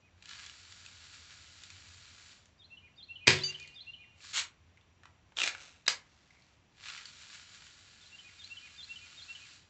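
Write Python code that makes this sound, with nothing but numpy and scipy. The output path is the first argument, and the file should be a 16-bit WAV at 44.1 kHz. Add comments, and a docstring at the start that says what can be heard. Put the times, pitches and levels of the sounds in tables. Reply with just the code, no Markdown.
"""A lever-action air rifle is aimed, fired, cocked and aimed again, heard from a covered porch.
Its shot is a noise burst with ringing modes; the lever is grating grains, ratchet clicks and latch snaps.
Steel pellets hiss and tumble along its magazine as dense random collisions ringing in a tube.
A metal target pings as decaying sines; a wren in the trees sings gliding whistles, with echoes.
Filtered noise makes the open-air hush, a far low rumble and a thin insect drone."""
import sys
import numpy as np
from scipy import signal
from scipy.fft import rfft, irfft
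from scipy.io import wavfile

SR = 44100
rng = np.random.default_rng(int(sys.argv[2]) if len(sys.argv) > 2 else 0)


def transcribe(signal):
    """Save signal, clipped to [-1, 1], as a 16-bit WAV file at the path in sys.argv[1]."""
    frames = np.atleast_2d(signal).T
    limited = np.clip(frames, -1, 1)
    pcm = np.round(limited * 32767).astype(np.int16)
    wavfile.write(sys.argv[1], SR, pcm)


N = 427329
TIME = np.arange(N) / SR

# colour of pellets against the magazine tube: (frequency [Hz], level [dB])
MAGAZINE_COLOUR = [(300, -28), (800, -21.5), (1400, -5.5), (2000, -2.5), (2800, -1), (3400, -2),
                   (4100, 2.5), (4600, 1.5), (5200, -3.5), (5800, -2.5), (6300, -5.5), (7200, -0.5),
                   (8000, -6.5)]
# colour of knocks and clicks on the gun's body: (frequency [Hz], level [dB])
RECEIVER_COLOUR = [(50, -33.5), (180, -19), (320, -10.5), (500, -8.5), (700, -5), (1000, -8), (1400, -2),
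                   (2100, 0), (2700, 4), (3100, -1.5), (3800, 3), (4700, -4), (6000, -2.5), (7500, -4.5)]
# the latch touching, then snapping shut: (time [s], level [dB], ring [Hz])
LATCH_CLICKS = [(5.861, -50, 4500), (5.8654, -34.5, 3900), (5.8789, -22.5, 1950), (5.8806, -19.5, 5000),
                (5.8819, -17.5, 4800)]

SLAM_S = 3.2799  # the piston hits the end of its chamber
BURST_RISE_DB_PER_S, BURST_FALL_DB_PER_S = 9000, 3200


def shot():
    """The sear lets go; the spring drives the piston until it slams, shudders and leaves parts buzzing."""
    # colour of the air chamber: (frequency [Hz], level [dB])
    chamber_colour = [(20, -41), (50, -17), (110, 4.5), (240, -6.5), (400, -1.5), (750, -8), (1300, -4),
                      (1750, 1.5), (2600, 4), (3600, -1.5), (4700, 2), (5700, -6), (7400, -7.5)]
    # short modes of the slam: (frequency [Hz], level [dB], t60 [s])
    slam_modes = [(113, -24.5, 0.027), (455, -20, 0.019), (1000, -23, 0.013), (1950, -13, 0.005),
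                  (2550, -4.5, .006), (3150, -13.5, .005), (5800, -17.5, 0.0027)]
    release = swell(3.272, -19, 0.002, BURST_RISE_DB_PER_S, BURST_FALL_DB_PER_S)
    slam = swell(SLAM_S, -14, 0, BURST_FALL_DB_PER_S, BURST_FALL_DB_PER_S)
    shudder = swell(SLAM_S, -25, 0.02, BURST_RISE_DB_PER_S, fall_db_per_s=250)
    buzz = swell(SLAM_S, -38.5, 0, BURST_RISE_DB_PER_S, fall_db_per_s=68)

    burst_noise = rms_one(colour(grains(per_s=5000, spread_db=4.0), chamber_colour))
    buzz_noise = rms_one(colour(grains(per_s=700, spread_db=4.5), chamber_colour))
    out = together(release, slam, shudder) * burst_noise + buzz * buzz_noise
    add(out, SLAM_S, struck(slam_modes))
    return out


def spring():
    """Spring and barrel hum on after the slam as decaying sines, fading in over 5.4 ms."""
    # modes of spring and barrel: (frequency [Hz], level [dB], t60 [s])
    hum_modes = [(89, -43, .4), (143.6, -33, .62), (205, -38, 0.37), (282, -46, 0.39), (373, -31.5, .52),
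                 (806, -38.5, 0.12), (980, -35, 0.25), (1066, -38.5, 0.25), (1640, -33.5, 0.22),
                 (1730, -29.5, .17), (1916, -34, 0.2), (2050, -33, 0.19), (2203, -35, .22),
                 (2330, -35, 0.17), (2470, -33, .2), (2630, -30.5, .22), (2800, -31, 0.17),
                 (3370, -38, .23), (3700, -35, .22), (4418, -37.5, .2)]
    out = np.zeros(N)
    add(out, SLAM_S, struck(hum_modes) * np.clip(TIME[:SR] / 0.0054, 0, 1))
    return out


def lever():
    """The lever grates, the pawl clicks tooth by tooth, the lever swings back and the latch snaps shut."""
    # the pawl dropping over the ratchet teeth: (time [s], level [dB])
    teeth = [(5.370, -32.5), (5.3864, -25.5), (5.4015, -27), (5.417, -23.5), (5.435, -25), (5.439, -24),
             (5.476, -22.5)]
    first, last = teeth[0][0], teeth[-1][0]
    grate = swell(first, -37, last - first + 0.014, rise_db_per_s=2200, fall_db_per_s=700)
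    grate *= amp(np.interp(TIME, [first, first + 0.035], [-5, 0]))  # eases in
    swing_back = swell(5.62, -52, 0, rise_db_per_s=120, fall_db_per_s=100)
    out = grate * rms_one(colour(grains(per_s=1500, spread_db=3), RECEIVER_COLOUR))
    out += swing_back * rms_one(colour(grains(per_s=1300, spread_db=3.5), RECEIVER_COLOUR))

    # the tooth ring sinks and fades as the spring is loaded
    first_hz, last_hz = 3540, 1910
    for s, db in teeth:
        load = (s - first) / (last - first)
        hz = first_hz * (last_hz / first_hz) ** load
        ring_db = 5 - 17 * load
        click = contact(RECEIVER_COLOUR, hz, ring_db, crack_t60=0.017, ring_t60=0.0058)
        add(out, s, amp(db) * click)
    for s, db, hz in LATCH_CLICKS:
        snap = contact(RECEIVER_COLOUR, hz, ring_db=2, crack_t60=0.014, ring_t60=0.005)
        add(out, s, amp(db) * snap)
    return amp(0.5) * tube(out, share_db=-11)  # lever level


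def pellets():
    """Each tilt starts an avalanche that thins to a trickle; pellets hiss like a rain stick and tumble."""
    # the muzzle is lowered and the pellets slide forward: (time [s], avalanche length [s],
    # avalanche level [dB], trickle length [s], trickle level [dB], sag halfway [dB])
    tilts = [(0.295, .15, -54.5, 2.026, -57.5, .5), (6.854, 0.11, -51, 2.683, -57, 4)]
    # clumps breaking loose within the trickle: (time [s], level [dB])
    clump_times = [(0.85, -59), (1.05, -60), (1.14, -55), (1.32, -56.5), (7.06, -57), (7.22, -55.5),
                   (7.34, -52.5), (7.54, -56.5), (7.65, -59.5)]
    # small clicks: (time [s], level [dB], ring [Hz])
    small_clicks = [(0.225, -47.5, 2420), (0.257, -44.5, 2650), (0.292, -42.5, 3230), (0.463, -40, 3330),
                    (0.497, -42.5, 2950), (0.723, -44.5, 3500), (0.862, -42.5, 2490), (1.636, -42, 3630),
                    (1.703, -43, 2400), (2.457, -55.5, 5740), (3.599, -46.5, 4800), (3.627, -50.5, 4500),
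                    (3.676, -47.5, 4200), (6.885, -38, 2700), (6.977, -40, 2080), (7.056, -40.5, 4500),
                    (8.444, -46.5, 4000), (8.475, -47, 4400)]
    avalanche, trickle = 0, 0
    for s, avalanche_s, avalanche_db, trickle_s, trickle_db, sag_db in tilts:
        progress = np.clip((TIME - s) / trickle_s, 0, 1)
        sag = sag_db * np.sin(np.pi * progress) ** 2
        avalanche += swell(s, avalanche_db, avalanche_s, rise_db_per_s=229, fall_db_per_s=170)
        trickle += swell(s, trickle_db - sag, trickle_s, rise_db_per_s=260, fall_db_per_s=118)
    clumps = sum(swell(s, db, 0, rise_db_per_s=330, fall_db_per_s=190) for s, db in clump_times)

    # the tumbling moves in fits and starts
    surge = amp(2.0 * rms_one(band(rng.standard_normal(N), 9.4, 45)))
    hiss = rms_one(tube(colour(grains(per_s=6000, spread_db=5), MAGAZINE_COLOUR), share_db=-7.0))
    knocking = band(grains(per_s=520, spread_db=5.0), 1420, 4250)
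    tumble = surge * rms_one(tube(knocking, share_db=-5.5))
    # an avalanche mostly tumbles, a trickle mostly hisses
    out = hiss * together(trickle, amp(-2.2) * avalanche, clumps)
    out += tumble * together(amp(-8) * trickle, avalanche, amp(-4.5) * clumps)
    for s, db, hz in small_clicks:
        click = contact(MAGAZINE_COLOUR, hz, ring_db=-6.5, crack_t60=0.017, ring_t60=0.01)
        add(out, s, amp(db) * click)
    return out


def pour():
    """The pellets slide back down the raised gun and land in a heap; the closing latch jolts them again."""
    # colour of pellets landing together: (frequency [Hz], level [dB])
    heap_colour = [(300, -24.5), (700, -17.5), (1100, -6), (1400, -3), (1700, -4), (2300, 2), (2900, 2),
                   (3300, 3), (3900, 2), (4300, 4), (4800, -3), (6300, -3), (7000, 0), (8000, -3)]
    slide_s, heap_s = 4.24, 4.332
    heap_fall_db_per_s = 480
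    slide = swell(slide_s, -51, heap_s - slide_s, 330, heap_fall_db_per_s)
    heap = (TIME > heap_s) * swell(heap_s + 0.04, -29, 0.022, 250, heap_fall_db_per_s)
    jolt = swell(LATCH_CLICKS[-1][0] + 0.0056, -30, 0, BURST_RISE_DB_PER_S, fall_db_per_s=350)
    sliding = rms_one(tube(colour(grains(per_s=2400, spread_db=3.5), MAGAZINE_COLOUR), share_db=-4))
    landing = rms_one(colour(grains(per_s=2400, spread_db=2.0), heap_colour))
    return slide * sliding + together(heap, jolt) * landing


def handling():
    """Hands knock on the gun with little tube ring, the stock creaks in the grip; a faint soft rustle."""
    # hands on stock and lever: (time [s], level [dB], ring [Hz])
    hand_knocks = [(4.205, -54, 2210), (4.245, -47, 1500), (4.773, -55.5, 2200), (4.811, -62, 3180),
                   (5.034, -51, 1450), (5.055, -48, 1220), (5.321, -57.5, 1050), (5.549, -37.5, 1400),
                   (6.306, -54.5, 2100), (6.421, -60, 4400)]
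    knocks = np.zeros(N)
    for s, db, hz in hand_knocks:
        knock = contact(RECEIVER_COLOUR, hz, ring_db=10.5, crack_t60=0.027, ring_t60=0.006)
        add(knocks, s, amp(db) * knock)
    creak = swell(6.345, -69.5, 0.065, rise_db_per_s=400, fall_db_per_s=500)
    creak = creak * rms_one(band(grains(per_s=400, spread_db=3), 2050, 2350))
    rustle = swell(6.02, -73, 0.47, rise_db_per_s=99.5, fall_db_per_s=80)
    rustle = rustle * rms_one(band(grains(per_s=1500, spread_db=5), 900, 6000))
    return tube(knocks, share_db=-16) + creak + rustle


def target():
    """The pellet pings the metal target: modes swell over 8.5 ms, then drop abruptly after about 70 ms."""
    # modes before the drop: (frequency [Hz], level [dB], t60 [s])
    plate_modes = [(2970, -34, 0.14), (3600, -36.5, 0.1), (4630, -36.5, 0.28), (4661, -24.5, 0.22),
                   (6200, -42, 0.95), (6861, -46.5, 0.72)]
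    hit_s, drop_s = 3.436, 3.505
    out = np.zeros(N)
    add(out, hit_s, struck(plate_modes) * np.interp(TIME[:SR], [0, 0.0085], [0.45, 1]))
    drop_db = 21 * np.clip((TIME - drop_s) / 0.016, 0, 1)
    return out * amp(-drop_db)


def wren(buzz_hz=210, buzz_depth_hz=230, throb=0.6):
    """One phrase of glides and whistles recurs, slightly varied; notes buzz by fluttering pitch and level."""
    # phrases: (time [s], level [dB], crescendo [dB per s])
    phrases = [(-0.2, -56, -4), (2.595, -54, 14), (2.98, -48, 19.5), (3.368, -39.5, -2), (3.759, -44, -10),
               (8.011, -56, 42), (8.393, -46, 9.5), (8.782, -43, -10), (9.173, -45.5, -3)]
    # notes of one phrase: (delay [s], length [s], start [Hz], middle [Hz], end [Hz], level [dB],
    # buzz [0-1], loudest moment [0-1 of the note])
    notes = [(-.022, .028, 4035, 4793, 4800, -16, .2, .5), (-.006, 0.036, 3674, 3654, 3560, -3, .05, 0.5),
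             (.018, .032, 3490, 3302, 3300, -4, 0.6, 0.3), (.045, .028, 3970, 4100, 4450, -0.5, .3, .2),
             (.104, .05, 2626, 2735, 2750, 3, 0.01, 0.7), (0.175, .028, 3080, 2950, 2920, 1, 0.4, .15),
             (.22, .058, 2393, 2480, 2430, -6.5, .05, 0.7),
             (0.274, .022, 2392, 2097, 1850, -10.5, 0.8, 0.3)]
    out = np.zeros(N)
    for s, phrase_db, crescendo in phrases:
        for delay, length, start_hz, middle_hz, end_hz, db, buzz, crest in notes:
            u = np.linspace(0, 1, int(length * SR))  # progress through the note
            detune, flutter, effort = rng.standard_normal(3)
            glide = np.polyfit([0, 0.5, 1], [start_hz, middle_hz, end_hz], 2)
            hz = np.polyval(glide, u) * (1 + 0.0084 * detune)
            flutter_hz = buzz_hz * (1 + 0.13 * flutter)
            wobble = buzz * np.sin(2 * np.pi * flutter_hz * TIME[:len(u)])
            hz += buzz_depth_hz * wobble
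            rise_fall = np.interp(u, [0, np.clip(crest, 0.05, 0.95), 1], [0, 1, 0])
            shape = (1 + throb * wobble) * np.sin(np.pi / 2 * rise_fall)
            level = amp(phrase_db + crescendo * delay + db + 0.48 * effort)
            if s + delay >= 0:  # the first phrase is already under way
                add(out, s + delay, level * shape * np.sin(2 * np.pi * np.cumsum(hz) / SR))
    return out


def echoes(x, t60_table, gap_s, late_db, early_s=0.039, count=9):
    """Dense reflections after a short gap die band by band; later reflections are weaker."""
    edges = np.geomspace(40, 10000, count)
    tail = 0
    for low, high in zip(edges, edges[1:]):
        t60 = at_hz(t60_table, np.sqrt(low * high))
        tail = tail + band(rng.standard_normal(SR), low, high) * dying(t60, SR)
    onset = np.clip(TIME[:SR] / gap_s - 1, 0, 1)
    late_drop = amp(late_db * np.clip((TIME[:SR] - early_s) / 0.011, 0, 1))
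    return signal.fftconvolve(x, rms_one(tail * onset * late_drop) / np.sqrt(SR))[:N]


def background():
    """Open-air hush, a far rumble and a thin insect drone, each a band or colour of noise."""
    # colour of the open air: (frequency [Hz], level [dB])
    air_colour = [(15, -42.5), (25, -18.5), (82, -1.5), (216, -10.5), (296, -13), (481, -18), (675, -16.5),
                  (882, -18), (972, -17.5), (1330, -20.5), (2220, -20), (2500, -19.5), (5840, -31.5),
                  (7440, -30.5), (8200, -44), (10700, -84.5), (18000, -120)]
    # far rumble: (time [s], level [dB])
    rumble_level = [(0, -71), (1.6, -64), (2.6, -70.5), (4.2, -70), (5.6, -72.5), (6.3, -80.5),
                    (8.6, -73.5), (9.69, -78)]
    hush = amp(-68) * rms_one(colour(rng.standard_normal(N), air_colour))
    rumble_gain = amp(np.interp(TIME, *np.transpose(rumble_level)))
    rumble = rumble_gain * rms_one(band(rng.standard_normal(N), 78, 98))
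    insects = amp(-87) * rms_one(band(rng.standard_normal(N), 5680, 5890))
    return hush + rumble + insects


def contact(spectrum, hz, ring_db, crack_t60, ring_t60, size=2048):
    """A crack that excites one broad resonance, carrying the energy of 2 ms at unit rms."""
    crack = colour(rng.standard_normal(size) * dying(crack_t60, size), spectrum)
    resonance = np.cos(2 * np.pi * hz * TIME[:size]) * dying(ring_t60, size)
    ring = signal.fftconvolve(crack, resonance)[:size]
    both = rms_one(crack) + amp(ring_db) * rms_one(ring)
    return rms_one(both) * np.sqrt(0.002 * SR / size)


def tube(x, share_db=0):
    """The steel tube rings on after each contact."""
    # resonances before the share is applied: (frequency [Hz], level [dB], t60 [s])
    tube_modes = [(1464, -36.5, 0.053), (1736, -32, 0.025), (2030, -57.5, .04), (2460, -47.5, .04),
                  (2780, -48, .04), (3967, -45, 0.022), (4630, -51, .025), (7250, -49, 0.0066)]
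    return x + amp(share_db) * signal.fftconvolve(x, struck(tube_modes)[:SR // 10])[:N]


def grains(per_s, spread_db):
    """Random tiny collisions of uneven strength and either sign; rms 1."""
    strength = amp(spread_db * np.clip(rng.standard_normal(N), -2, 2))
    signed = strength * rng.choice([-1, 1], N)
    return rms_one(signed * (rng.random(N) < per_s / SR))


def struck(modes):
    """One second of decaying sines."""
    out = 0
    for hz, db, t60 in modes:
        out = out + amp(db) * dying(t60, SR) * np.sin(2 * np.pi * hz * TIME[:SR])
    return out


def dying(t60, size):
    """Decay that loses 60 dB in t60 seconds."""
    return np.exp(-np.log(1000) * TIME[:size] / t60)


def swell(s, db, hold_s, rise_db_per_s, fall_db_per_s):
    """Gain that rises to db at time s, holds, then dies away."""
    before = rise_db_per_s * np.maximum(s - TIME, 0)
    after = fall_db_per_s * np.maximum(TIME - s - hold_s, 0)
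    return amp(db - np.minimum(before + after, 200))


def together(*gains):
    """Joint gain of unrelated sounds: their powers add."""
    return np.sqrt(sum(g ** 2 for g in gains))


def colour(x, spectrum, size=4096):
    """Causal (minimum-phase) filter with the given spectrum, built by folding its cepstrum."""
    hz = np.linspace(0, SR / 2, size // 2 + 1)
    cepstrum = irfft(np.log(amp(at_hz(spectrum, hz))))
    cepstrum[1:size // 2] *= 2
    cepstrum[size // 2 + 1:] = 0
    impulse = irfft(np.exp(rfft(cepstrum)))
    return signal.fftconvolve(x, impulse)[:len(x)]


def band(x, low_hz, high_hz):
    """Second-order band-pass."""
    return signal.sosfilt(signal.butter(2, [low_hz, high_hz], "band", fs=SR, output="sos"), x)


def at_hz(points, hz):
    """Read a table on a log-frequency axis."""
    f, value = np.transpose(points)
    return np.interp(np.log(hz + 1), np.log(f), value)


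def add(out, s, sound):
    """Mix a sound in at time s."""
    i = round(s * SR)
    out[i:i + len(sound)] += sound[:N - i]


def amp(db):
    """Decibels to gain."""
    return 10 ** (np.asarray(db) / 20)


def rms_one(x):
    """Scale to unit rms."""
    return x / np.sqrt(np.mean(x ** 2) + 1e-20)


def scene():
    """The gun sounds under the porch roof; bird and target echo among the trees."""
    # porch reverberation: (frequency [Hz], t60 [s])
    porch_t60 = [(100, 0.39), (400, 0.41), (1500, .32), (4000, 0.2), (8000, 0.2)]
    trees_t60 = [(2000, 1.0), (6000, 0.6)]  # (frequency [Hz], t60 [s])
    gun = shot() + lever() + pellets() + pour() + handling()
    # high-pass keeps the gun sounds free of deep bass
    gun = signal.sosfilt(signal.butter(4, 85, "high", fs=SR, output="sos"), gun)
    ping, bird = target(), wren()
    porch = amp(-9.5) * echoes(gun, porch_t60, gap_s=0.004, late_db=-4.5, early_s=0.074)
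    into_trees = amp(-10.5) * bird + amp(-34.5) * ping
    trees = echoes(into_trees, trees_t60, gap_s=0.004, late_db=-3)
    direct_gun = amp(1) * gun  # gun level
    mix = direct_gun + spring() + porch + bird + ping + trees + background()
    return mix[None]


def record(dry):
    """The microphone signal: overload rounds off the loudest peak, the top is cut steeply at 7.9 kHz."""
    rounded = dry / (1 + (dry / 0.9) ** 4) ** 0.25
    lowpass = signal.firwin(111, 7900, window=("kaiser", 7), fs=SR)
    return signal.fftconvolve(rounded, lowpass[None], "same")


dry = scene()
out = record(dry)
transcribe(out)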